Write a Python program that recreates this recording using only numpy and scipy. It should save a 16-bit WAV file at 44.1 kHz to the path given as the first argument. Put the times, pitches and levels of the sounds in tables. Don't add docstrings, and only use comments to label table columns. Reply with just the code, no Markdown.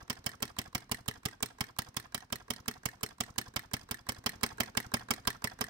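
import sys
import numpy as np
from scipy import signal
from scipy.fft import rfft, irfft, next_fast_len
from scipy.io import wavfile
from scipy.ndimage import uniform_filter1d

SR = 44100
rng = np.random.default_rng(int(sys.argv[2]) if len(sys.argv) > 2 else 0)


def put_to_file(sound):
    columns = np.atleast_2d(sound).T
    safe = np.clip(columns, -1, 1)
    whole_steps = np.round(safe * 32767)
    wavfile.write(sys.argv[1], SR, whole_steps.astype(np.int16))


def volts(x):
    e = np.asarray(x, float) / 20
    return 10 ** e


N = 250929

# (time [s], gas level [dB], low desk mode [dB], upper desk mode [dB])
FAR_POPS = [(0.099, -28, -41.2, -40.5), (0.262, -26, -36.5, -44), (0.4234, -26, -38, -38.5),
            (0.5859, -27.5, -37, -39), (0.749, -25, -33.5, -38.5), (0.9146, -24.5, -36, -39),
            (1.08, -25, -33, -49), (1.2535, -26, -32.5, -44.5), (1.4263, -25.5, -38.5, -39.5),
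            (1.607, -27.5, -33.5, -43), (1.7866, -25, -36, -55), (1.966, -25, -38, -46),
            (2.145, -26, -43, -44.5), (2.3242, -27.5, -40.5, -39), (2.5032, -28.5, -41.5, -38),
            (2.68, -25, -39.5, -37.5), (2.8551, -24.5, -34.5, -46), (3.031, -25, -36.5, -42),
            (3.2039, -24.5, -39, -37.5), (3.381, -23.5, -37.5, -38), (3.5612, -27, -36, -42),
            (3.7345, -25, -34, -39), (3.9107, -29.5, -38, -39), (4.0888, -26, -37.5, -38.5)]
# (time [s], gas level [dB], low desk mode [dB], upper desk mode [dB])
NEAR_POPS = [
    (4.2613, -24.5, -37, -36.5),
    (4.432, -21.5, -39.5, -34.5),
    (4.6028, -22.5, -34.5, -34.5),
    (4.771, -22.5, -36.5, -36),
    (4.9382, -21.5, -32.5, -33.5),
    (5.1065, -22.5, -39, -34),
    (5.2724, -20.5, -33.5, -36.5),
    (5.4416, -27, -36, -39.5),
    (5.6097, -25.5, -39, -36),
]
# (time [s], gain [dB])
MIC_DRIFT = [
    (0.0, 1.5),
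    (0.95, 1),
    (1.2, 0.2),
    (2.6, -0.2),
    (4.1, 0.4),
    (4.4, 5),
    (5.25, 4.5),
    (5.65, 2.5),
]
# (frequency [Hz], level [dB])
GAS_HISS = [(1000, -2.5), (3000, -13), (6200, -3.5), (7200, -10.5), (9500, -10.5), (11000, -24),
            (14000, -10.5), (16500, -33)]
# (frequency [Hz], level [dB])
DULL_METAL = [(300, -2.5), (800, -2), (1600, -5), (2600, -50), (4000, -40), (6200, -5.5), (9000, -73),
              (16000, -62)]
# (frequency [Hz], width [Hz])
DESK_MODES = [(118, 86), (252, 79)]
# (frequency [Hz], width [Hz], level [dB])
BASE_MODES = [(120.6, 9.8, -6), (254.3, 6.7, -1.5), (432.6, 17, 4.5), (740, 17, 17), (211, 17.4, -2.5)]


def shape(x, points):
    size = next_fast_len(N + SR)
    hz, db = np.transpose(points)
    f = np.maximum(np.arange(size // 2 + 1) * SR / size, 1)
    gain = volts(np.interp(np.log(f), np.log(hz), db))
    return irfft(rfft(x, size) * gain, size)[..., :N]


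def ring(x, hz, width_hz):
    return signal.lfilter(*signal.iirpeak(hz, hz / width_hz, fs=SR), x)


def body(x, colour, modes):
    return shape(x, colour) + sum(volts(db) * ring(x, hz, width) for hz, width, db in modes)


def place(times, db, form):
    at = (np.asarray(times) * SR).astype(int)
    keep = (at >= 0) & (at < N)
    marks = np.bincount(at[keep], volts(np.asarray(db))[keep], N)
    return signal.fftconvolve(marks, form)[:N]


def burst(times, db, rise_ms, fall_ms, grain_db):
    ms = np.arange(SR // 20) * 1000 / SR
    form = (1 - np.exp(-(ms / rise_ms) ** 2)) * np.exp(-ms / fall_ms)
    grain = volts(grain_db * np.repeat(rng.standard_normal(N // 8 + 1), 8)[:N])
    return place(times, db, form / form.max()) * grain * rng.standard_normal(N)


def thump(times, db, suck_ms, suck, push_ms):
    ms = np.arange(SR // 20) * 1000 / SR
    push = np.exp(-((ms - suck_ms) / push_ms) ** 2)
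    return place(times, db, push - suck * np.sin(np.pi * np.clip(ms / suck_ms, 0, 1)))


def knock(times, db, modes, contact_ms):
    blow = thump(times, db, 0.51, 0.47, contact_ms) + 0.64 * burst(times, db, 0.68, 1.2, 4.5)
    return sum(volts(gain_db) * ring(blow, hz, width) for hz, width, gain_db in modes)


def each_turn(share, db, scatter_db):
    pops = np.transpose(FAR_POPS + NEAR_POPS)[0]
    pops = np.concatenate([[2 * pops[0] - pops[1]], pops, [2 * pops[-1] - pops[-2]]])
    s = pops[:-1] + share * np.diff(pops)
    near_db = np.interp(s, *np.transpose(MIC_DRIFT))
    return s, db + near_db + scatter_db * rng.standard_normal(len(s))


def quiet():
    # (frequency [Hz], level [dB])
    hush = [(18, -37), (30, 10), (278, -5), (555, -13), (1140, -12.5), (2800, -21.5), (5290, -21.5),
            (6370, -30), (17000, -43)]
    mid, side = rng.standard_normal((2, N))
    side = shape(side, [(120, -55), (300, -9), (600, 2)])
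    hum = sum(1.66 * ring(mid, hz, width) for hz, width, db in BASE_MODES[:2])
    gusts = np.repeat(rng.standard_normal(N // 700 + 1), 700)[:N]
    flutter = volts(2.9 * uniform_filter1d(gusts, size=1400))
    return volts(-49.5) * flutter * (shape(np.array([mid + side, mid - side]), hush) + hum)


def room(x):
    # (band centre [Hz], decay by 60 dB [s], level [dB])
    bands = [(249, 0.24, -12), (704, 0.19, -27), (1830, 0.28, -24.5), (3600, 0.25, -27.5),
             (8000, 0.29, -32), (13000, 0.57, -55)]
    t = np.arange(SR // 2) / SR
    onset = np.clip(t / 0.0015 - .3, 0, 1)
    tail = 0
    for hz, t60, db in bands:
        mid, side = ring(rng.standard_normal((2, len(t))), hz, 0.66 * hz)
        pair = mid + min(hz / 700, 1) * side * np.array([[1], [-1]])
        tail = tail + volts(db - 60 * t / t60) * onset * pair / np.sqrt(SR / 100)
    wet = signal.fftconvolve(x[None], tail, axes=1)[:, :N]
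    return shape(wet, [(14500, 2.0), (15850, 0), (16100, -25)])


def far_port(x):
    # (frequency [Hz], level [dB])
    shadow = [(300, 1), (680, -3.5), (1200, -2.5), (2300, -2), (4500, -11.5), (7800, -21), (9800, -12),
              (13000, -14), (16000, -11)]
    # (frequency [Hz], lag [samples])
    lag = [(300, 1), (800, 0), (1300, 6), (2300, 8), (4000, 10)]
    strength = .58
    size = next_fast_len(N + SR)
    f = np.arange(size // 2 + 1) * SR / size
    phase = -2 * np.pi * f / SR * np.interp(f, *np.transpose(lag))
    for delay in rng.integers([23, 70], [60, 120]):
        echo = np.exp(-2j * np.pi * f * delay / SR)
        loop = np.unwrap(np.angle((strength + echo) / (1 + strength * echo)))
        phase += loop * np.clip(f / 270 - 1, 0, 1)
    return shape(irfft(rfft(x, size) * np.exp(1j * phase), size)[:N], shadow)


def wick():
    # (time [s], level [dB])
    crackles = [(0.5008, -48), (2.1901, -51), (3.3411, -59), (3.454, -63), (3.6291, -51), (3.8203, -53),
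                (4.574, -46), (5.2443, -68), (5.3289, -59), (5.5813, -71), (5.6845, -48)]
    s, db = np.transpose(crackles)
    return shape(burst(s, db + 5, .3, 0.47, 2.5), [(2500, -1), (6000, -1), (16000, -10)])


def whistle():
    s, db = (column[:, None] for column in each_turn(.508, -52.5, 2.2))
    hz = 1146.6 * (1 + 0.0713 * rng.standard_normal(s.shape))
    ms = np.arange(-SR // 70, SR // 70) * 1000 / SR
    phase = 2 * np.pi * np.cumsum(hz * np.exp(-.024 * ms), axis=1) / SR
    gusts = uniform_filter1d(rng.standard_normal((len(s), 2, len(ms))), size=50) * np.sqrt(50)
    tone = (0.22 + gusts[:, 0]) * np.sin(phase) + gusts[:, 1] * np.cos(phase)
    blown = volts(db - 1.5) * np.exp(-(ms / 6.0) ** 4) * tone
    at = np.clip(((s + ms / 1000) * SR).astype(int), 0, N - 1)
    return np.bincount(at.ravel(), blown.ravel(), N)


def closing_puff():
    # (frequency [Hz], width [Hz], level [dB])
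    port = [(5430, 1300, -5), (12200, 900, -21)]
    s, db = each_turn(.555, -59, 3.2)
    puff = body(burst(s - .003, db + 7.0, 6.5, 3.0, 3.25), GAS_HISS, port)
    push = thump(s - .003, db + 4.0, 9.2, 1.0, 0.65)
    scuff = shape(burst(s + 0.012, db - 11, 14.0, 7.5, 10.0), DULL_METAL)
    return puff + scuff, push


def cam_follower():
    # (frequency [Hz], width [Hz], level [dB])
    follower = [(1880, 190, 7.5), (3130, 160, 3.5), (3800, 200, 2.5), (4240, 250, 1), (4840, 650, -0.5),
                (6100, 330, -7), (7600, 310, 0)]
    s, db = each_turn(.335, -49, 2.8)
    return body(burst(s - .0004, db + 6.5, 0.78, 3.0, 2.0), DULL_METAL, follower)


def crank_pin():
    # (frequency [Hz], width [Hz], level [dB])
    pin = [(3400, 94, 15.3), (4900, 220, 12), (4900, 186, 0.88)]
    # (frequency [Hz], width [Hz], level [dB])
    linkage = [(775, 78, 7.8), (1610, 280, 4.3)]
    share = .448
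    s, click_db = each_turn(share, -52.5, 2.4)
    knock_db = each_turn(share, -47, 1.1)[1]
    early_db = each_turn(share, -52.5, 1.18)[1]
    click = body(burst(s - .0003, click_db, 0.29, 2.1, 5.7), GAS_HISS, pin)
    knocks = burst(s - .0003, knock_db + 6, 0.55, 1.55, 3.7)
    knocks += burst(s - .0055, early_db + 11.0, 0.95, 4.6, 0.87)
    return click + body(knocks, DULL_METAL, linkage)


def latch():
    # (frequency [Hz], width [Hz], level [dB])
    lever = [(420, 40, 12.5), (1090, 270, 6.5), (1510, 143, 8), (3940, 120, 2), (7800, 300, 1.5)]
    s, db = each_turn(.872, -48, 1.56)
    tick = shape(burst(s - .0004, db + 5.0, 0.36, 2.6, 1.0), GAS_HISS)
    fall = knock(s + 0.00213, db + 6.5, lever, 0.13)
    rattle = body(burst(s + 0.0012, db + 2.5, 0.66, 1.5, 3.4), DULL_METAL, lever)
    shiver = ring(burst(s + 0.0025, db - 11.5, 16.0, 16.0, 12.0), 750, 590)
    return tick + fall + rattle + shiver


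def reseating_plate():
    # (frequency [Hz], level [dB])
    sharp = [(300, 7.5), (900, -2), (3000, -15.5), (5000, -2), (7000, -18), (11000, -8), (14000, 2.5),
             (16500, -7)]
    # (frequency [Hz], width [Hz], level [dB])
    plate = [(4220, 93, 13.6), (5700, 1600, 1.4), (8250, 300, 8.7), (9500, 490, 1)]
    # (frequency [Hz], width [Hz], level [dB])
    seat = [(1770, 180, -7.5), (1824, 180, 2)]
    share = .182
    s, db = each_turn(share, -39.5, 2.4)
    knock_db = each_turn(share, -42.5, 0.57)[1]
    click = body(burst(s - .0004, db - 0.5, 0.62, 3.0, 2.3), sharp, plate)
    push = thump(s - .008, db - 19.5, 6.5, 0.079, 0.18)
    return click + knock(s, knock_db + 21.0, seat, 0.067), push


def contacts():
    plate, plate_push = reseating_plate()
    puff, puff_push = closing_puff()
    push = plate_push + puff_push
    desk = 0.94 * ring(push, *DESK_MODES[0]) + 0.27 * ring(push, *DESK_MODES[1])
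    head = plate + puff + whistle() + push + desk
    return head, cam_follower() + crank_pin() + latch()


def desk_thump(s, low_db, upper_db):
    low = thump(s, low_db + 5.0, 7.424, 0.27, 0.88)
    lift = thump(s - .003, upper_db + 0.5, 2.82, 0.19, 0.6)
    upper = thump(s - .0008, upper_db + 7.5, 7.12, 0.29, 0.85) - 1.43 * lift
    base = sum(volts(db) * ring(low + upper, hz, width) for hz, width, db in BASE_MODES)
    desk = 0.45 * ring(low, *DESK_MODES[0]) + 1.74 * ring(upper, *DESK_MODES[1])
    return 1.05 * low - 0.53 * lift + desk + base


def plate_slap(s, slap_s):
    # (frequency [Hz], level [dB])
    slap_colour = [(250, -19), (550, 3.5), (800, 4), (1500, 3.5), (2600, -0.5), (4000, -5.5), (6000, -4),
                   (10000, -38)]
    # (frequency [Hz], width [Hz], level [dB])
    head_modes = [(422.6, 32, 1.5), (1090, 65, 4.5), (2151, 77, 6), (3143, 69, 6), (4910, 215, 1.5),
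                  (5335, 344, 3.5)]
    db = each_turn(0, -38.5, 1)[1][1:]
    tap = burst(s - .0006, db + 10, 0.83, 7.2, 0.83)
    return body(tap + burst(slap_s, db + 9.0, 0.3, 4.77, 4.44), slap_colour, head_modes)


def gas_spurts(s, gas_db, slap_s):
    # (frequency [Hz], level [dB])
    gas_colour = [(1500, -10.5), (3000, -2), (5000, -5), (6800, -2), (8500, 3), (9800, 1), (10600, -5),
                  (13000, -0.5), (14800, 2), (15600, 6), (16100, 1), (17000, -26)]
    chance = rng.standard_normal((3, len(s)))
    first = burst(s - .0007, gas_db - 0.5 + 1.0 * chance[0], 1.29, 2.64, 4.2)
    second = burst(slap_s - .0003, gas_db - 1 + 0.5 * chance[1], 0.58, 1.89, 4.1)
    third = burst(slap_s + 0.00563, gas_db - 16.5 + 6.97 * chance[2], 0.28, 0.42, 4.7)
    later = shape(second + third, [(5000, 10.0), (9000, 1.5), (12000, -4.5)])
    trail = shape(burst(s, gas_db - 16.5, 0.95, 23.5, 5.0), GAS_HISS)
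    trail = shape(trail, [(9000, -0.5), (13000, -9)])
    fins = volts(1) * ring(first, 9810, 44) + volts(-22) * ring(first, 8400, 45)
    return shape(first + later, gas_colour) + trail + fins


def valve():
    s, gas_db, low_db, upper_db = np.transpose(FAR_POPS + NEAR_POPS)
    delay_ms = 3.54 + 0.72 * rng.standard_normal(len(s))
    slap_s = s + delay_ms / 1000
    gas = gas_spurts(s, gas_db, slap_s)
    return gas, plate_slap(s, slap_s) + desk_thump(s, low_db, upper_db)


def scene():
    gas, *others = (*valve(), *contacts())
    parts = (gas + wick(), *others)
    engine = sum(parts)
    near_db = np.interp(np.arange(N) / SR, *np.transpose(MIC_DRIFT))
    wet = room(engine) + volts(0.95 * near_db - 1.5) * quiet()
    far = sum(far_port(x) for x in parts) + shape(wet[0], [(2500, -0.5), (8000, -6.5), (15000, 2.0)])
    return np.array([far, engine + wet[1]])


def band_limit(x):
    return signal.sosfilt(signal.butter(12, 17160, fs=SR, output="sos"), x)


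def record(dry):
    ceiling = .36
    rounded = ceiling * np.tanh(dry / ceiling)
    low_cut = signal.butter(1, 40, "high", fs=SR, output="sos")
    heard = shape(signal.sosfilt(low_cut, rounded), [(15900, 0.5), (16050, -7), (17200, -28)])
    return band_limit(heard)


dry = scene()
out = record(dry)
put_to_file(out)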